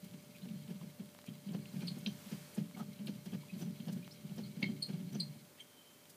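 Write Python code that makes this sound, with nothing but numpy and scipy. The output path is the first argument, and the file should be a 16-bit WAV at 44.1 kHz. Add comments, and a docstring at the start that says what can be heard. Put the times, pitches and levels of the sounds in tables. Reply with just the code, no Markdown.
"""Hamster in a running wheel

A hamster runs in a plastic wheel in a cage in a quiet room; the last footfall comes near 5.4 s.
Paws thump (sinking pulses plus drum modes) and scuff (shaped noise); the turning drum rumbles.
The axle taps, clacks (noise and hub modes) and chirps (gliding stick-slip tones); claws, fur and shavings
tick and rustle. Behind: a steady noise floor, a hiss that swells and fades, a slightly wavering hum."""
import sys
import numpy as np
from scipy import signal
from scipy.fft import rfft, irfft, next_fast_len
from scipy.io import wavfile

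SR = 44100
rng = np.random.default_rng(int(sys.argv[2]) if len(sys.argv) > 2 else 0)


def store_wav(level_fs):
    """Save 16-bit WAV to argv[1]."""
    pcm = np.round(np.clip(np.atleast_2d(level_fs), -1, 1) * 32767)
    wavfile.write(sys.argv[1], SR, pcm.T.astype(np.int16))


N = 271656
TIME = np.arange(N) / SR


def amp(db):
    """Linear gain of a level in dB."""
    return 10 ** (np.asarray(db) / 20)


def evened(x):
    """Scale to rms 1."""
    return x / np.sqrt(np.mean(x ** 2) + 1e-20)


def read(points, hz):
    """Interpolate rows of (f/Hz, value) over log frequency."""
    f, value = np.transpose(points)
    return np.interp(np.log(hz + 1), np.log(f + 1), value)


def curve(rows):
    """Gain over time from rows of (t/s, level/dB)."""
    return amp(np.interp(TIME, *np.transpose(rows)))


def add(mix, s, sound):
    """Mix a sound in from time s, cropped to the scene."""
    start = round(s * SR)
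    part = mix[max(start, 0):][:len(sound) + min(start, 0)]
    part += sound[max(-start, 0):][:len(part)]


def noise(gain, size=N):
    """Noise of rms 1 whose spectrum is gain(f)."""
    full = next_fast_len(size)
    spectrum = rfft(rng.standard_normal(full)) * gain(np.fft.rfftfreq(full, 1 / SR))
    return evened(irfft(spectrum, full)[:size])


def band(hz, octaves, size=16384):
    """Noise of rms 1 in a bell-shaped band; octaves is its standard deviation."""
    return noise(lambda f: np.exp(-.5 * (np.log2((f + 1) / hz) / octaves) ** 2), size)


def drift(hz):
    """Slow random fluctuation of rms 1, lowpassed at hz."""
    return noise(lambda f: 1 / (1 + (f / hz) ** 4))


def bell(t, length):
    """Smooth swell around t = 0, down to 1/e^2 at +-length."""
    return np.exp(-np.minimum(2 * (t / length) ** 2, 20))


def ringing(modes, t):
    """Sum of decaying modes in random phases."""
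    phases = np.exp(2j * np.pi * rng.random(len(modes)))
    decays = np.array([amp(db - 60 * np.maximum(t, 0) / t60) * np.exp(2j * np.pi * hz * t)
                       for hz, db, t60 in modes])
    return (phases @ decays).real


# modes of the drum on its stand: f/Hz, relative level/dB, t60/s
DRUM_MODES = [(122, 3, 0.22), (146.9, 7, 0.53), (176.3, 8.5, 0.28), (207.25, 9, 0.27), (244.5, -10.5, 0.31),
              (281, -1.5, 0.27), (378.4, -6, 0.26), (447, -23, 0.23)]
# paw landings in uneven clusters: t/s, level/dB, f/Hz, length/s
FOOTFALLS = [(0.038, -43.5, 179, 0.012), (0.066, -45, 180, 0.011), (0.146, -40.5, 200, 0.0088),
             (0.3, -55, 203, 0.014), (0.443, -40, 183, 0.013), (0.459, -41, 191, 0.0041),
             (0.492, -45, 226, 0.033), (0.52, -40.5, 184, 0.013), (0.543, -43, 203, 0.0069),
             (0.564, -39.5, 177, 0.012), (0.605, -50.5, 168, 0.014), (0.652, -47.5, 164, 0.014),
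             (0.693, -40.5, 203, 0.017), (0.715, -34.5, 189, 0.01), (0.758, -41.5, 202, 0.031),
             (0.82, -41.5, 160, 0.012), (0.843, -39, 180, 0.011), (0.875, -48.5, 180, 0.014),
             (1.006, -36.5, 206, 0.012), (1.042, -46.5, 175, 0.008), (1.29, -34, 184, 0.0069),
             (1.313, -43.5, 181, 0.008), (1.477, -38, 191, 0.02), (1.497, -34.5, 186, 0.01),
             (1.517, -36.5, 175, 0.016), (1.551, -30.5, 182, 0.0072), (1.576, -35, 187, 0.005),
             (1.6, -40, 166, 0.0078), (1.745, -34.5, 187, 0.0064), (1.772, -35, 175, 0.011),
             (1.794, -37, 158, 0.014), (1.837, -31.5, 190, 0.0064), (1.866, -41, 184, 0.032),
             (1.894, -41, 180, 0.0082), (1.921, -40.5, 174, 0.015), (1.976, -37, 208, 0.01),
             (2.0, -45, 171, 0.019), (2.036, -41.5, 170, 0.011), (2.077, -30, 205, 0.014),
             (2.116, -51, 190, 0.028), (2.272, -45, 205, 0.017), (2.329, -32.5, 201, 0.0089),
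             (2.365, -47, 172, 0.02), (2.41, -53, 160, 0.031), (2.586, -27.5, 203.5, 0.009),
             (2.62, -33, 172, 0.019), (2.65, -43, 174, 0.0076), (2.75, -42.5, 210, 0.0057),
             (2.783, -44, 198, 0.0082), (2.815, -33.5, 203, 0.013), (2.892, -37.5, 191, 0.0081),
             (3.0, -38.5, 196, 0.0069), (3.021, -36, 200, 0.022), (3.059, -39, 200, 0.014),
             (3.097, -32, 214, 0.007), (3.161, -39.5, 180, 0.0086), (3.274, -37, 186, 0.014),
             (3.334, -35, 208, 0.011), (3.35, -32.5, 190, 0.0077), (3.54, -35, 186, 0.016),
             (3.568, -34, 196, 0.0067), (3.604, -41.5, 195, 0.0072), (3.628, -32, 195, 0.0057),
             (3.662, -41.5, 173, 0.035), (3.681, -34, 201, 0.022), (3.708, -39, 188, 0.0056),
             (3.807, -37, 203, 0.0084), (3.833, -41, 212, 0.0061), (3.878, -35, 185, 0.0081),
             (3.897, -35, 190, 0.017), (3.922, -38, 188, 0.0054), (3.941, -37, 198, 0.024),
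             (3.968, -32, 188, 0.0065), (3.994, -39.5, 173, 0.0054), (4.254, -41.5, 199, 0.0071),
             (4.322, -37.5, 178, 0.021), (4.377, -47, 195, 0.009), (4.394, -34, 208, 0.014),
             (4.42, -41, 187, 0.009), (4.467, -43, 153.8, 0.015), (4.577, -35, 188, 0.011),
             (4.604, -37.5, 216, 0.012), (4.635, -27, 208, 0.0052), (4.666, -32.5, 183, 0.0076),
             (4.7, -29, 204, 0.011), (4.733, -41, 178, 0.012), (4.748, -50, 170, 0.0048),
             (4.889, -45, 188, 0.0089), (4.904, -32, 188, 0.0075), (4.945, -30.5, 182, 0.013),
             (4.974, -39.5, 174, 0.013), (4.991, -47, 178, 0.0062), (5.008, -35.5, 175, 0.0093),
             (5.039, -39.5, 183, 0.029), (5.084, -39.5, 187, 0.021), (5.134, -35.5, 200, 0.0075),
             (5.161, -31, 188, 0.0097), (5.201, -34.5, 179, 0.021), (5.231, -40, 172, 0.0077),
             (5.25, -46, 174, 0.0089), (5.3, -46, 154, 0.033), (5.365, -43, 178, 0.0064),
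             (5.43, -47.5, 175, 0.0065)]
THUMP_SAG_HZ_PER_S = 850


def footfalls(ring_db=-20.02, radiate_hz=92):
    """Each paw flexes the drum for a few sinking cycles and leaves it ringing; it radiates no deep bass."""
    out, t = np.zeros(N), np.arange(-SR // 25, SR // 4) / SR
    for s, db, hz, length in FOOTFALLS:
        push = bell(t, length) * np.cos(2 * np.pi * (hz - THUMP_SAG_HZ_PER_S * t / 2) * t)
        build = np.clip(t / length, 0, 1)  # the modes take over as the foot lets go
        add(out, s + t[0], amp(db) * (push + amp(ring_db) * build * ringing(DRUM_MODES, t)))
    return signal.sosfiltfilt(signal.butter(3, radiate_hz, "high", fs=SR, output="sos"), out)


# strides, about four a second with a few hurried ones between: t/s, scuff level/dB
STRIDES = [(0.145, -67), (0.459, -66), (0.715, -62.5), (0.844, -68), (1.008, -69), (1.291, -78),
           (1.498, -74), (1.549, -56), (1.772, -69), (1.835, -55.5), (1.974, -64), (2.076, -56),
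           (2.331, -52.5), (2.587, -55), (2.811, -63), (3.02, -70), (3.092, -54), (3.274, -58),
           (3.351, -55.5), (3.627, -55), (3.896, -54.5), (4.322, -72), (4.394, -52.5), (4.637, -55),
           (4.902, -58), (5.14, -70), (5.16, -55.5)]
# colour of a foot sliding on plastic: f/Hz, relative level/dB
SCUFF_COLOUR = [(200, -35), (320, 9), (380, 6), (450, 4), (540, -1.5), (800, -4.5), (1100, -13.5),
                (1400, -12.5), (1700, -9), (2000, -15.5), (3200, -9.5), (5000, -45), (7000, -48),
                (15000, -27)]
PAW_SCUFF_DB = -27.5  # relative to the thump


def scuffs(lead_s=0.004, length_s=0.02, grain_db=1.5, grain_hz=91):
    """Sliding friction noise: a little as each paw lands, much more at the push of a stride."""
    slides, t = np.zeros(N), np.arange(-SR // 10, SR // 10) / SR
    landings = [(s, db + PAW_SCUFF_DB) for s, db, _, _ in FOOTFALLS]
    for s, db in STRIDES + landings:
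        add(slides, s + t[0], amp(db) * bell(t + lead_s, length_s))
    friction = noise(lambda f: amp(read(SCUFF_COLOUR, f)))
    return slides * friction * amp(grain_db * drift(grain_hz))


# wire stand and bars, resonances: f/Hz
WIRE_HZ = [2128, 2195, 2272, 3120, 3240, 3932, 4240, 4530, 4760, 6000]
# the same resonances in order: width/Hz, level over a flat base/dB
WIRE_SHAPES = [(25.5, 10), (26, 7.5), (24, 12), (45, 10), (50, 9), (35, 14), (32.3, 18.5), (44.5, -4),
               (70.6, 16), (70.6, 19)]


def wires(f):
    """Gain of the wire resonances over a flat base."""
    return 1 + sum(amp(db) / (1 + (2 * (f - hz) / width) ** 2)
                   for hz, (width, db) in zip(WIRE_HZ, WIRE_SHAPES))


# course of the wheel's rumble, relative: t/s, level/dB
ROLL = [(0.0, -55.5), (0.6, -54), (1.1, -62.5), (1.8, -49), (2.6, -58), (3.8, -50.5), (4.5, -47.5),
        (5.15, -48.5), (5.4, -59.5), (5.52, -80), (6.16, -65)]
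# colour of axle rubbing, also of the claw ticks: f/Hz, relative level/dB
AXLE_COLOUR = [(1200, -85), (2100, 6), (3000, 4), (4500, 2.5), (5300, -7.5), (8000, -6)]


def rolling(rumble_db=-2, axle_db=-70, axle_follow=0.43, grain_db=3, grain_hz=30,
            load_s=0.057, load_lag_s=0.018, unloaded=0.59):
    """The turning drum rumbles in its modes, most while paws load it; the axle rubs faintly with it."""
    speed, load, t = curve(ROLL), np.zeros(N), np.arange(-SR // 5, SR // 5) / SR
    for s, _, _, _ in FOOTFALLS:
        add(load, s + t[0], bell(t - load_lag_s, load_s))
    rumble = noise(lambda f: sum(amp(db) / (1 + ((f - hz) * t60 / 3.2) ** 2)
                                 for hz, db, t60 in DRUM_MODES))
    rumble = rumble * (unloaded + (1 - unloaded) * np.tanh(load))
    rub = noise(lambda f: amp(read(AXLE_COLOUR, f)) * wires(f)) * amp(grain_db * drift(grain_hz))
    rub_level = amp(axle_db) * (speed / speed.mean()) ** axle_follow
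    return amp(rumble_db) * speed * rumble + rub_level * rub


TAP_LEAD_S, TAP_OVER_SCUFF_DB, TAP_HZ, TAP_OCTAVES = 0.015, -4, 4750, 0.35
TAP_RISE_S, TAP_DECAY_S = 0.00059, 0.016


def taps():
    """The wheel rocks and taps its axle just ahead of every stride, harder when the foot scuffs harder."""
    out, t = np.zeros(N), np.arange(16384) / SR
    shape = (1 - np.exp(-t / TAP_RISE_S)) * np.exp(-t / TAP_DECAY_S)
    for s, scuff_db in STRIDES:
        add(out, s - TAP_LEAD_S, amp(scuff_db + TAP_OVER_SCUFF_DB) * band(TAP_HZ, TAP_OCTAVES) * shape)
    return out


# clacks and light knocks of the wheel on its axle: t/s, level/dB
CLACKS = [(0.047, -66), (0.134, -56), (0.418, -56), (0.487, -54.5), (0.511, -62), (0.677, -54.5),
          (0.754, -61), (0.808, -62), (0.997, -60), (1.487, -52), (1.805, -51), (2.0607, -30.5),
          (2.77, -54.5), (2.963, -57.5), (2.989, -55), (3.07, -40.5), (3.319, -54), (3.479, -58),
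          (3.8, -53), (3.882, -54.5), (4.044, -54), (4.292, -54), (4.6265, -31.5), (4.932, -54.5)]
# modes of the plastic hub: f/Hz, relative level/dB, t60/s
HUB_MODES = [(2330, -5.5, 0.03), (2740, -1.5, 0.02), (3110, 2, 0.024), (3990, -3, 0.021), (4240, -5, 0.024),
             (4870, -5.5, 0.026)]
CLACK_HZ, CLACK_OCTAVES, CLACK_PEAK_S, CLACK_LENGTH_S = 3150, 0.3, 0.0035, 0.0045


def clacks(ring_db=-4.5, rise_s=0.0007, crack_db=-5.5, ring_build_s=0.002):
    """The hub chatters on the axle for a few milliseconds: a dense crack, and its modes ring briefly."""
    out, t = np.zeros(N), np.arange(16384) / SR
    for s, db in CLACKS:
        ring = ringing(HUB_MODES, t) * (1 - np.exp(-t / ring_build_s))
        crack = band(CLACK_HZ, CLACK_OCTAVES) * bell(t - CLACK_PEAK_S, CLACK_LENGTH_S)
        clack = amp(ring_db) * ring + amp(crack_db) * crack
        add(out, s, amp(db) * (1 - np.exp(-t / rise_s)) * clack)
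    return out


# short axle chirps: peak t/s, level/dB, f/Hz, glide/(octaves/s), length/s
CHIRPS = [(0.356, -57, 2480, -4.5, 0.013), (0.433, -57, 4100, -3, 0.0055),
          (0.815, -52, 1050, -19.5, 0.0027), (1.275, -58.5, 2440, -3, 0.013),
          (1.824, -53.5, 2430, -2, 0.0086), (1.875, -43, 4720, -13.5, 0.004),
          (1.885, -40.5, 4340, -5.5, 0.0095), (2.073, -47.5, 5920, -6.5, 0.0044),
          (2.098, -52, 3150, -1.5, 0.005), (2.751, -54, 2200, 1.5, 0.006), (3.436, -56, 974, 12.5, 0.0043),
          (3.502, -55, 2540, 3, 0.019), (3.619, -56.5, 5990, -1, 0.0078), (4.032, -55, 2450, 0, 0.0079),
          (4.113, -57, 4270, 6, 0.007), (4.122, -55, 5230, 7, 0.015), (4.44, -53, 4320, -9.5, 0.0075),
          (4.6305, -30.5, 2180, -3, 0.005), (4.643, -32.5, 2145, 0.5, 0.0047),
          (4.673, -54, 3170, -5, 0.0093), (4.825, -49, 4720, -20.5, 0.0037),
          (4.8291, -31, 4320, -6.5, 0.0075), (4.838, -47, 4540, -12, 0.0041), (4.866, -48, 4320, 0, 0.0039),
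          (5.131, -58, 5900, 6, 0.005), (5.151, -51.5, 6000, -4, 0.0066), (5.202, -38, 4690, -7, 0.0045),
          (5.2065, -31.5, 4173, -4, 0.0055), (5.606, -44.5, 3190, 1.5, 0.0073), (5.61, -62, 8700, 2, 0.013),
          (5.611, -62, 2210, -1, 0.014)]
# grip chatter shakes pitch and level
CHATTER_HZ, CHATTER_OCTAVES, CHATTER_DEPTH = 230, 0.7, 0.15
# pitch jitter as a share of pitch, and its growth per dB below the hardest: light slips are rougher
CHIRP_JITTER, CHIRP_JITTER_PER_DB = 0.023, 0.0005


def chirps(octave_db=-9.5, third_db=-27):
    """Axle stick-slip: a brief, rough gliding tone; hard ones bring out their overtones."""
    out, t = np.zeros(N), np.arange(-SR // 25, SR // 25) / SR
    hardest = max(row[1] for row in CHIRPS)
    for s, db, hz, glide, length in CHIRPS:
        jitter = CHIRP_JITTER + CHIRP_JITTER_PER_DB * (hardest - db)
        pitch = hz * 2 ** (glide * t) * (1 + jitter * band(CHATTER_HZ, CHATTER_OCTAVES, size=len(t)))
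        phase = 2 * np.pi * np.cumsum(pitch) / SR
        grip = bell(t, length) * (1 + CHATTER_DEPTH * band(CHATTER_HZ, CHATTER_OCTAVES, size=len(t)))
        overtones = amp(octave_db) * np.sin(2 * phase) + amp(third_db) * np.sin(3 * phase)
        tone = np.sin(phase) + amp((db - hardest) / 2) * grip * overtones
        add(out, s + t[0], amp(db) * grip * tone)
    return out


def claws(claw_db=-60, per_s=28, spread_db=3):
    """Tiny random claw ticks on the plastic, thinning to a tenth as the wheel stops."""
    chance, size = rng.random(N), np.minimum(rng.exponential(1, N), 3)
    running = np.interp(TIME, [5.2, 5.5], [1, .1])
    touches = (chance < running * per_s / SR) * amp(claw_db + spread_db * size)
    t = np.arange(512) / SR
    tick = noise(lambda f: amp(read(AXLE_COLOUR, f)), size=len(t)) * np.exp(-t / 0.00064)
    return signal.oaconvolve(touches, tick)[:N]


# single rustles and rough scrapes: peak t/s, level/dB, centre f/Hz, width/octaves, length/s
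RUSTLES = [(0.047, -57, 7900, 1.5, 0.0074), (1.265, -58, 7000, 2.6, .008), (1.28, -62.5, 3070, 0.27, 0.022),
           (1.882, -46, 3620, 0.28, 0.0055), (1.989, -59, 10000, 0.68, 0.0093),
           (2.552, -57, 8950, 0.35, 0.011), (2.775, -54, 645, 0.74, 0.012), (2.789, -60, 6000, 3.1, 0.027),
           (3.071, -57.5, 11000, 0.45, 0.0093), (3.073, -54, 4100, 0.2, 0.006),
           (3.259, -60, 8000, 1.3, 0.012), (3.605, -58.5, 9000, 5.5, 0.045),
           (3.93, -56.5, 7500, 1.5, 0.011), (4.659, -60, 3460, 0.41, 0.015),
           (4.825, -63, 3450, 0.15, 0.0064), (5.202, -49, 3580, 0.2, 0.0032),
           (5.211, -48.5, 4330, 0.12, 0.014), (5.595, -63, 2580, 0.51, 0.019),
           (5.834, -70.5, 3130, 0.041, 0.2), (6.103, -58, 8100, 1.4, 0.012)]
SWISH_LEAD_S, SWISH_OVER_SCUFF_DB, SWISH_HZ, SWISH_OCTAVES, SWISH_S = 0.028, -7.5, 10500, 0.96, 0.0088


def rustles():
    """Noise swishes of fur and shavings: a faint one ahead of every stride, its level following the scuff,
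    plus single rustles and rough scrapes."""
    out, t = np.zeros(N), np.arange(-SR // 5, SR // 5) / SR
    swishes = [(s - SWISH_LEAD_S, scuff_db + SWISH_OVER_SCUFF_DB, SWISH_HZ, SWISH_OCTAVES, SWISH_S)
               for s, scuff_db in STRIDES]
    for s, db, hz, octaves, length in swishes + RUSTLES:
        add(out, s + t[0], amp(db) * bell(t, length) * band(hz, octaves, size=len(t)))
    return out


# course of the one creak: t/s, level/dB
CREAK = [(2.787, -67), (2.789, -51.5), (2.808, -46), (2.814, -55), (2.835, -56), (2.845, -86)]
# modes rung by its slips: f/Hz, relative level/dB, t60/s
CREAK_MODES = [(463, -13, 0.022), (870, 0.5, 0.014), (1250, -2.5, 0.021), (1920, -14, 0.0055),
               (3200, -8, 0.005)]


def creak(per_s=400, uneven=0.31):
    """The plastic stand creaks: a quick run of slips, uneven in spacing and strength, rings it."""
    out, t = np.zeros(N), np.arange(2048) / SR
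    slip = sum(amp(db - 60 * t / t60) * np.sin(2 * np.pi * hz * t) for hz, db, t60 in CREAK_MODES)
    knots, levels = np.transpose(CREAK)
    times = np.arange(knots[0], knots[-1], 1 / per_s)
    for s, (late, force) in zip(times, rng.standard_normal((len(times), 2))):
        level = amp(np.interp(s, knots, levels)) * (1 + uneven * force)
        add(out, s + uneven * late / per_s, level * slip)
    return out


SNAP_S, SNAP_DB, SNAP_HZ, SNAP_DECAY_S = 1.6569, -43, 2750, 0.0012


def snap():
    """A wood shaving snaps: one tiny, bright crack that dies within a few cycles."""
    out, t = np.zeros(N), np.arange(512) / SR
    add(out, SNAP_S, amp(SNAP_DB) * np.cos(2 * np.pi * SNAP_HZ * t) * np.exp(-t / SNAP_DECAY_S))
    return out


# dry ticks close by: t/s, level/dB
TICKS = [(1.1498, -40.5), (1.1896, -37.5), (1.2426, -41.5), (2.712, -43), (4.078, -36)]
TICK_PUSH_S, TICK_RISE_S = 0.00023, 0.00006


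def ticks():
    """Each tick is a single sharp push of air and its rebound."""
    out, t = np.zeros(N), np.arange(256) / SR
    u = t / TICK_PUSH_S
    pulse = 2 * (u - 1) * np.exp(-u) * (1 - np.exp(-t / TICK_RISE_S))
    for s, db in TICKS:
        add(out, s, amp(db) * pulse)
    return out


def cage(x, ring_db, near_db, near_t60, ring_t60=0.13, flutter_s=0.0071, flutter_db=-16):
    """Sound bounces between the plastic walls, scatters, and sets the wires ringing."""
    t = np.arange(SR // 2) / SR
    late = t > .002
    near = rng.standard_normal(len(t)) * amp(-60 * t / near_t60) * late
    ring = noise(wires, len(t)) * amp(-60 * t / ring_t60) * late
    echo = amp(near_db) * near / np.linalg.norm(near) + amp(ring_db) * ring / np.linalg.norm(ring)
    for bounce in (1, 2):
        echo[round(bounce * flutter_s * SR)] += rng.choice([-1, 1]) * amp(bounce * flutter_db)
    return x + signal.fftconvolve(x, echo)[:N]


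# colour of the noise floor: f/Hz, relative level/dB
FLOOR_COLOUR = [(25, -15), (55, -18), (90, -8), (140, 11.5), (200, 8.5), (300, 5.5), (450, 4), (700, -2.5),
                (1000, -5), (2000, -8.5), (3200, -10), (5000, -9.5), (9000, -9), (15000, -9)]
# soft hiss swelling and fading: t/s, level/dB
HISS = [(0, -67), (1.55, -68.5), (1.8, -61), (2.05, -63.5), (2.3, -57.5), (2.55, -61), (2.68, -67),
        (6.16, -67.5)]
# hum partials before the fade: f/Hz, rms level/dB
HUM = [(98, -79), (247, -77), (442, -83), (590.3, -74)]
# gain on the hum: t/s, level/dB
HUM_FADE = [(0, 5), (2.5, 5.5), (5.2, 3.5), (5.7, -1.5), (6.16, -3)]


def room(floor_db=-63.5, hiss_corner_hz=2500, waver_hz=0.94, waver_rate_hz=4.84):
    """Steady shaped noise, a passing hiss and a hum of sines slightly wavering in pitch."""
    floor = amp(floor_db) * noise(lambda f: amp(read(FLOOR_COLOUR, f)))
    hiss = curve(HISS) * noise(lambda f: 1 / np.sqrt(1 + f / hiss_corner_hz))
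    hum = np.zeros(N)
    for hz, db in HUM:
        phase = 2 * np.pi * np.cumsum(hz + waver_hz * drift(waver_rate_hz)) / SR
        hum += amp(db) * np.sqrt(2) * np.sin(phase)
    return floor + hiss + curve(HUM_FADE) * hum


def scene():
    """The wheel in its cage and the room around it; knocks and rubbing each scatter and ring the wires."""
    rattle = cage(taps() + clacks() + claws(), ring_db=-11, near_db=-15, near_t60=0.15)
    rubbing = cage(chirps() + rustles(), ring_db=-11, near_db=-10.5, near_t60=0.23)
    wheel = footfalls() + scuffs() + rolling() + rattle + rubbing
    return (wheel + creak() + snap() + ticks() + room())[None]


def record(dry, low_cut_hz=62, edge_hz=15400):
    """A small microphone loses the deep bass; then a lowpass limits the band."""
    f = np.fft.rfftfreq(N, 1 / SR)
    thin = irfft(rfft(dry) * (f ** 2 + 200) / (f ** 2 + low_cut_hz ** 2), N)
    lowpass = signal.firwin(511, edge_hz, window=("kaiser", 9), fs=SR)
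    return signal.oaconvolve(thin, lowpass[None], "same")


dry = scene()
out = record(dry)
store_wav(out)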